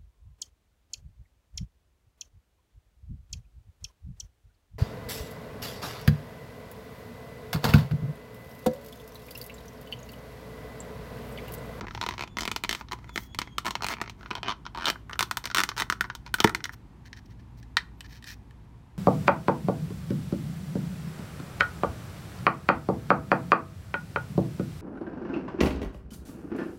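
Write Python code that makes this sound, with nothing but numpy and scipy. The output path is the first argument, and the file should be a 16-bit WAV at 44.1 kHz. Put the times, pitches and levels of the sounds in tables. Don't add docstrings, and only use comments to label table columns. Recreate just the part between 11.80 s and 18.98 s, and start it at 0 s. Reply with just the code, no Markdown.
import sys
import numpy as np
from scipy import signal
from scipy.fft import rfft, irfft, next_fast_len
from scipy.io import wavfile
from scipy.ndimage import uniform_filter1d, map_coordinates

SR = 44100
rng = np.random.default_rng(int(sys.argv[2]) if len(sys.argv) > 2 else 0)


def generate_wav(sig):
    pcm = np.round(np.clip(np.atleast_2d(sig).T, -1, 1) * 32767).astype(np.int16)
    wavfile.write(sys.argv[1], SR, pcm)


N = 316627

# t/s, relative level/dB
RUSTLE_LEVELS = [(0.0, -41.5), (0.96, -47.5), (1.1, -46.5), (3.74, -46), (6.62, -47.5), (6.76, -48.5),
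                 (7.18, -48.5)]
# f/Hz, relative level/dB
RUSTLE_SPECTRUM = [(15, -40.5), (25, -24.5), (48, -1.5), (81, -8.5), (108, -2), (141, -8.5), (263, -14.5),
                   (297, -18), (387, -23.5), (600, -61.5), (780, -81.5), (1320, -120)]
# f/Hz, relative level/dB
AIR_SPECTRUM = [(260, -28), (450, -5), (589, -11), (950, -4.5), (1260, -12.5), (1440, -14), (1810, -15),
                (5500, -28), (13200, -36), (16000, -42)]
# f/Hz, level/dB
HUM_TONES = [(58.8, -54), (117.8, -59.5)]
# f/Hz, time to fade by 60 dB/s
ROOM_DECAY = [(200, 0.76), (1500, 0.32), (5000, 0.24), (14000, 0.34)]
# t/s, f/Hz, level/dB
SQUEAK_GLIDES = [
    [(0.44, 3540, -77), (0.48, 3450, -64), (0.54, 3480, -64), (0.58, 3460, -71)],
    [(1.285, 3530, -59), (1.335, 3410, -51), (1.41, 3300, -60), (1.53, 3350, -62), (1.8, 3220, -67)],
    [(3.33, 12440, -81), (3.39, 13100, -74), (3.47, 13970, -72), (3.51, 13010, -76)],
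    [(6.17, 12580, -80), (6.23, 13260, -72), (6.33, 14200, -73), (6.38, 14200, -87)],
]
# start/s, end/s, level/dB, brightness/(dB per octave)
RUBS = [(0.005, 0.065, -40, -5.5), (0.018, 0.456, -56.5, 1.5), (0.568, 0.64, -56, 4),
        (0.935, 1.036, -52, 3), (1.101, 1.36, -62.5, 0), (1.314, 1.495, -54, 9), (2.082, 2.139, -34, 1.5),
        (2.358, 2.52, -58, -0.5), (2.671, 2.725, -51, -7), (2.934, 3.06, -53, -5), (3.066, 3.102, -35.5, 3),
        (3.754, 3.82, -31.5, -1.5), (3.964, 4.039, -38.5, -2.5), (4.45, 4.488, -53, -3),
        (4.54, 4.681, -56.5, 20), (4.915, 4.953, -52, 1.5), (5.246, 5.29, -54.5, 0.5),
        (5.355, 5.406, -53, -0.5), (5.453, 5.469, -62, 4), (5.491, 5.54, -63, 1), (5.587, 5.62, -63, -1),
        (5.766, 5.811, -64, 6.5), (6.235, 6.276, -52, -2), (6.27, 6.41, -55.5, 2), (6.447, 6.553, -43.5, 3)]
# t/s, level/dB
FLEXES = [(0.011, -36), (2.511, -36.5), (4.6447, -11)]
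# f/Hz, relative level/dB, time to fade by 60 dB/s
BALL_TONES = [(111.3, -3.5, 0.054), (213, -0.5, 0.071), (334, -3.5, 0.1), (432, 0, 0.071),
              (724, -11.5, 0.032), (946, -2.5, 0.04)]
HOLD_CHANGES = [2.36, 3.25, 5.1]
# f/Hz, width/Hz, then level/dB in each of the four holds
SHELL_RESONANCES = [(206, 49, 2, -3, -11.5, -30.5), (350, 135, 0.5, -5.5, -10.5, -28),
                    (678, 96, -4, -7.5, -16, -28.5), (973, 237, 3, 0, -6.5, -14.5),
                    (1300, 310, 0.5, -3, -6.5, -13.5), (1458, 180, -19, -2.5, -2.5, -23.5),
                    (1798, 260, -3.5, -9.5, -6, 1), (2075, 290, -1, -7, -10, -24.5),
                    (2440, 210, -11, -5.5, -14, -7), (3086, 270, -13.5, -5.5, -16, -10),
                    (3495, 120, -14, -12, -14, -29.5), (3770, 260, -19, -12.5, -18, -10.5),
                    (4300, 850, -12.5, -12, -15.5, -10.5), (5470, 970, -13.5, -13, -14.5, -11),
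                    (6250, 1100, -15, -21.5, -17, -21.5), (8800, 900, -33, -28, -23.5, -30.5),
                    (14100, 5200, -22, -25.5, -20.5, -26.5)]
SLIP_BAND_EDGES = [700, 2500, 7000, 16000]
# t/s, body level/dB, ring/dB, crack/dB, f/Hz of the resonance that the contact spot favours
RIM_CLICKS = [(0.01, -37.5, -5.5, -19, 1410), (0.1089, -39.5, -8, -43, 1400), (0.149, -36, -3, -23, 816),
              (0.1759, -36, -9, -35, 850), (0.213, -30, -0.5, -16, 3660), (0.2636, -30.5, -3, -18, 700),
              (0.2884, -28, -3, -18, 1030), (0.476, -48, 0, -17, 2590), (0.5698, -31, -4, -22, 5570),
              (0.5855, -28, -6, -14, 2070), (0.6074, -37.5, 6, -0.5, 5650), (0.6532, -33.5, 1.5, -10, 2310),
              (0.677, -29.5, -.5, -11.5, 2310), (0.7152, -31, 2, -8.5, 2300), (0.7619, -30, 2, -10, 2350),
              (0.8375, -31, 2.5, -7, 2390), (0.847, -31, -4, -26, 2430), (0.8927, -27.5, 2, -8.5, 1860),
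              (1.0105, -36.5, -10, -36, 965), (1.0853, -50.5, 0.5, -32, 3780),
              (1.1201, -32.5, -2.5, -16.5, 950), (1.359, -30.5, -3.5, -11, 2010),
              (1.3769, -27, -6, -17, 2040), (1.5467, -41, -1, -9, 2150), (1.5882, -27.5, 0, -8.5, 2230),
              (1.6166, -31.5, -2, -16, 2160), (1.674, -44, -11, -35, 2150), (1.7822, -25, -3, -12.5, 1200),
              (1.8651, -28, -4, -14, 1060), (1.9075, -32, -0.5, -9.5, 1020), (1.9534, -27.5, -2, -19, 2580),
              (2.0072, -38, -19, -34, 1210), (2.066, -31.5, -1.5, -6, 2630), (2.0854, -33, 2.5, -6.5, 2610),
              (2.2146, -27, -7.5, -15.5, 1340), (2.2967, -42.5, 3.5, -12, 2356),
              (2.4596, -40, -9.5, -48, 1440), (2.511, -29, -5, -31, 2580), (2.5528, -33.5, -.5, -18.5, 910),
              (2.631, -34, 0, -22, 2860), (2.8534, -43, -6, -28, 1300), (2.8643, -35, -6.5, -35, 1287),
              (3.0559, -32, 9.5, -7, 3847), (3.1006, -26.5, 1.5, -7.5, 1692), (3.3313, -37, 0.5, -23, 2988),
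              (3.392, -24, .5, -7, 1322), (3.4074, -23, -5, -10, 1004), (3.4269, -25, -2, -11, 1126),
              (3.5115, -25, -6.5, -12, 984), (3.571, -27.5, -3, -6.5, 963), (3.6553, -33, 2, -6, 5270),
              (3.747, -23.5, -0.5, -7.5, 1089), (3.8356, -24, -2, -8, 2001), (3.89, -30, .5, -13.5, 1058),
              (3.916, -35.5, -15, -40, 1040), (4.0207, -24, -6.5, -17.5, 807),
              (4.0998, -20.5, -8, -16, 1263), (4.124, -24.5, -10, -20, 1310),
              (4.2089, -19.5, -11, -18, 1530), (4.3, -30.5, -11.5, -38, 1586), (4.351, -41, 1, -7, 987),
              (4.541, -20.5, -7, -10.5, 1430), (4.603, -23.5, 3, -9.5, 3240),
              (4.642, -25.5, -.5, -8, 860.5), (4.6443, -14.5, -8.5, -18, 967),
              (4.6739, -24.5, -11.5, -19.5, 1729), (4.6944, -29.5, -11, -16, 1200),
              (4.748, -24, -6, -14.5, 2025), (4.8049, -42.5, -10, -43, 2013), (4.841, -35, 5.5, -9, 1860),
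              (4.8545, -32, -8.5, -16, 1873), (4.8933, -35, -19, -30, 1880),
              (5.3301, -42, -3.5, -20.5, 5430), (5.8284, -56.5, -1, -8, 1830),
              (5.969, -17.5, -3, -19.5, 4124), (6.2068, -47, 5.5, -0.5, 2930), (6.709, -58, -4, -10, 2910)]
# start/s, end/s, slip rate/Hz, starting body level/dB, growth/dB, ring/dB, crack/dB, favoured f/Hz
RIM_CREAKS = [(0.069, 0.083, 66, -42.5, 4.5, -9, -29, 1740), (0.227, 0.2376, 88, -31, -2, -8, -24, 960),
              (0.3092, 0.3384, 68, -35, -4.5, -5, -25, 1000),
              (0.3802, 0.4365, 73, -39, 5, -2.5, -20.5, 2420), (0.594, 0.633, 77, -39.5, 4, -1, -9, 5740),
              (0.9104, 0.949, 53, -28.5, -5.5, 3, -8, 1930), (1.113, 1.131, 108, -40.5, 5.5, -11, -20, 960),
              (1.188, 1.293, 19, -53.5, 10.5, -11, -22, 950),
              (1.848, 1.881, 120, -35.5, 6, -7.5, -14, 1049),
              (2.0222, 2.044, 86, -31, -1.5, -2.5, -15.5, 2550),
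              (2.0947, 2.1373, 128, -39.5, 1, -4, -20, 2550), (2.168, 2.202, 57, -41, 1.5, -12, -48, 2470),
              (2.239, 2.2765, 48, -41, -3, -5.5, -44, 2380), (2.4094, 2.43, 48, -48.5, 4.5, -10, -29, 1400),
              (2.506, 2.531, 57.6, -38.5, -4, -10, -25, 950), (2.5652, 2.5815, 117, -41, 0.5, -6, -29, 933),
              (2.645, 2.675, 148, -41.5, 5.5, -4.5, -44, 2800),
              (2.6826, 2.721, 100, -28.5, -5, -4.5, -30.5, 1150),
              (2.948, 2.985, 94.5, -38, 6, -10.5, -28, 1000),
              (2.998, 3.0434, 88, -40.5, 7.5, -7, -26.5, 1700),
              (3.068, 3.0892, 153, -24.5, -4.5, -0.5, -18.5, 1300),
              (3.128, 3.157, 30, -43, -1.5, -50, -36, 1620), (3.2956, 3.356, 65, -41.5, -3, -18, -25, 1307),
              (3.6407, 3.6732, 61, -38.5, 2, -1, -13, 5347),
              (3.7009, 3.713, 83, -36.5, -2, -6.5, -24, 1300),
              (3.7607, 3.814, 93, -24.5, -2.5, -4, -12.5, 1270),
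              (3.9656, 4.006, 145, -38, 10, -1.5, -10.5, 809),
              (4.242, 4.2577, 146, -29.5, -16, -16, -38, 970), (4.4633, 4.491, 68, -44.5, -6, -4, -23, 984),
              (4.5849, 4.5941, 135, -37.5, 0, -11.5, -28, 1430), (6.425, 6.4418, 63, -50.5, 2, 0, -9, 1806)]

TOP_HZ = 16100
PACE_SCATTER, FORCE_SCATTER_DB = .07, 2.5
HARDENING = .4
RECOVERY_S = .004


def amp(db):
    return 10 ** (np.asarray(db) / 20)


def unit(x):
    return x / np.sqrt(np.mean(x ** 2) + 1e-20)


def along(points, hz):
    f, v = np.transpose(points)
    return np.interp(np.log(hz + 1), np.log(f + 1), v)


def wobble(rate):
    points = rng.standard_normal(int(N * rate / SR) + 4)
    return map_coordinates(points, [np.arange(N) * rate / SR])


def filtered(x, response):
    size = next_fast_len(len(x) + SR // 4)
    return irfft(rfft(x, size) * response(np.fft.rfftfreq(size, 1 / SR)), size)[:len(x)]


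def noise(spectrum):
    return unit(filtered(rng.standard_normal(N), lambda hz: amp(along(spectrum, hz))))


def causal(gain):
    cepstrum = irfft(np.log(gain + 1e-6))
    half = len(cepstrum) // 2
    cepstrum[1:half] *= 2
    cepstrum[half + 1:] = 0
    return np.exp(rfft(cepstrum))


def add(track, s, sound):
    start = max(round(s * SR), 0)
    track[start:start + len(sound)] += sound[:max(N - start, 0)]


def background(rustle_db, air_db, hum_waver_db):
    t = np.arange(N) / SR
    rustle = noise(RUSTLE_SPECTRUM) * amp(rustle_db + np.interp(t, *np.transpose(RUSTLE_LEVELS)))
    hum = np.zeros(N)
    for hz, db in HUM_TONES:
        peak = np.sqrt(2) * amp(db + hum_waver_db * wobble(1.8))
        hum += peak * np.sin(2 * np.pi * hz * t + 0.43 * wobble(7.3))
    return rustle + amp(air_db) * noise(AIR_SPECTRUM) + hum


def room_echo(x):
    hz, t, spectra = signal.stft(rng.standard_normal(SR // 2), SR, nperseg=256)
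    fade = amp(-60 * t / along(ROOM_DECAY, hz)[:, None])
    tail = signal.istft(spectra * fade, SR, nperseg=256)[1]
    tail *= 1 - np.exp(-np.arange(len(tail)) / SR / 0.0019)
    return signal.fftconvolve(x, tail / np.linalg.norm(tail))[:N]


def squeaks(waver, flutter_db, overtone_db):
    track, t = np.zeros(N), np.arange(N) / SR
    for glide in SQUEAK_GLIDES:
        s, hz, db = np.transpose(glide)
        pitch = np.interp(t, s, hz) * (1 + waver * wobble(700))
        phase = 2 * np.pi * np.cumsum(pitch) / SR
        level = amp(np.interp(t, s, db) + flutter_db * wobble(64)) * (t > s[0]) * (t < s[-1])
        overtone = amp(overtone_db) * (2 * pitch < TOP_HZ) * np.sin(2 * phase)
        track += uniform_filter1d(level, size=220) * (np.sin(phase) + overtone)
    return track


def last_contact_hz(s):
    times, *_, favoured_hz = np.transpose(RIM_CLICKS)
    return favoured_hz[np.searchsorted(times[1:], s)]


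def shell_gain(hz, s, favoured_hz, lift_db, lift_octaves, vary_db=1.0):
    centre, width, *holds = np.transpose(SHELL_RESONANCES)[:, :, None]
    hold_db = holds[np.searchsorted(HOLD_CHANGES, s)]
    strength = amp(hold_db + vary_db * rng.standard_normal(centre.shape))
    peaks = hz * width / np.abs(centre ** 2 - hz ** 2 + 1j * hz * width)
    octaves_away = np.log2((hz + 1) / favoured_hz)
    lift = amp(lift_db * np.exp(-.5 * (octaves_away / lift_octaves) ** 2))
    return lift * np.sqrt(np.sum((strength * peaks ** 1.335) ** 2, axis=0))


def rubbing(grains_per_s, unsteady_db, skin_hz):
    track = np.zeros(N)
    for start, end, db, tilt_db in RUBS:
        def colour(hz):
            shell = shell_gain(hz, start, last_contact_hz(start), lift_db=0.5, lift_octaves=0.057)
            return shell * amp(tilt_db * np.log2(hz + 1)) / np.sqrt(1 + (hz / skin_hz) ** 2)

        length = int((end - start) * SR)
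        grains = (rng.random(length) < grains_per_s / SR) * rng.standard_normal(length)
        hiss = rng.standard_normal(length)
        rub = unit(filtered(unit(grains) + hiss, colour))
        add(track, start, amp(db) * rub * signal.windows.tukey(length, .7))
    return track * amp(unsteady_db * wobble(90))


def pops(attack_s):
    track, t = np.zeros(N), np.arange(SR // 3) / SR
    ring = sum((-1) ** k * amp(db - 60 * t / fade_s) * np.sin(2 * np.pi * hz * t)
               for k, (hz, db, fade_s) in enumerate(BALL_TONES))
    for s, db in FLEXES:
        add(track, s, -amp(db) * ring * (1 - np.exp(-t / attack_s)))
    return track


def list_slips():
    slips, click_times = list(RIM_CLICKS), np.transpose(RIM_CLICKS)[0]
    for start, end, rate, db, growth_db, ring_db, crack_db, favoured_hz in RIM_CREAKS:
        middle_db = db + growth_db / 2
        for progress in np.linspace(0, 1, round((end - start) * rate) + 1):
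            late, force = rng.standard_normal(2)
            delay = PACE_SCATTER * late * np.sin(np.pi * progress) / rate
            s = start + progress * (end - start) + delay
            extra_db = growth_db * (progress - .5) + FORCE_SCATTER_DB * force
            harder_db = HARDENING * extra_db
            if np.abs(click_times - s).min() > RECOVERY_S:
                levels = middle_db + extra_db, ring_db + harder_db / 2, crack_db + harder_db
                slips.append((s, *levels, favoured_hz))
    return sorted(map(tuple, slips))


def rim_slips(gain_db, wall_fade_s, table_db, table_fade_s, memory_s, mellowing=1.0, size=4096):
    hz, t = np.fft.rfftfreq(size, 1 / SR), np.arange(size) / SR
    bands = [(hz >= low) & (hz < high) for low, high in zip(SLIP_BAND_EDGES, SLIP_BAND_EDGES[1:])]
    attack_samples = .006 * SR
    bending = np.exp(-1j * .3 * np.sqrt(hz))
    wall = amp(-60 * t / wall_fade_s)
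    table = amp(-60 * t / table_fade_s) * (1 - np.exp(-t / 0.003))
    fade = wall / np.linalg.norm(wall) + amp(table_db) * table / np.linalg.norm(table)
    track, spot, last_s = np.zeros(N), rng.standard_normal(size), 0
    for s, db, ring, crack, favoured_hz in list_slips():
        alike = np.exp(-(s - last_s) / memory_s)
        spot = alike * spot + np.sqrt(1 - alike ** 2) * rng.standard_normal(size)
        last_s = s
        paths = bending * (1 + rfft(spot * fade))
        shell = shell_gain(hz, s, favoured_hz, lift_db=6.5, lift_octaves=.17)
        shell /= np.sqrt(1 + mellowing * (hz / 3600) ** 4)
        power = [2 * np.sum(np.abs(shell * paths)[band] ** 2) / size / attack_samples for band in bands]
        body_db, ring_db, crack_db = db + np.array([0, ring, crack]) - 10 * np.log10(power)
        hardness = amp(along([(2100, body_db), (3000, ring_db), (6200, ring_db), (8000, crack_db)], hz))
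        add(track, s, irfft(causal(shell * hardness) * paths))
    return amp(gain_db) * track


def scene():
    plastic = rim_slips(gain_db=.5, wall_fade_s=0.019, table_db=-9.5, table_fade_s=0.099, memory_s=0.025)
    plastic += pops(attack_s=0.00053)
    plastic += rubbing(grains_per_s=700, unsteady_db=1.1, skin_hz=12100)
    plastic += squeaks(waver=0.014, flutter_db=4.0, overtone_db=-13)
    echo = amp(-21) * room_echo(plastic)
    return (plastic + echo + background(rustle_db=-2.0, air_db=-64, hum_waver_db=1.0))[None]


def record(dry):
    return filtered(dry[0], lambda hz: 1 / (1 + (hz / TOP_HZ) ** 120))[None]


dry = scene()
out = record(dry)
generate_wav(out)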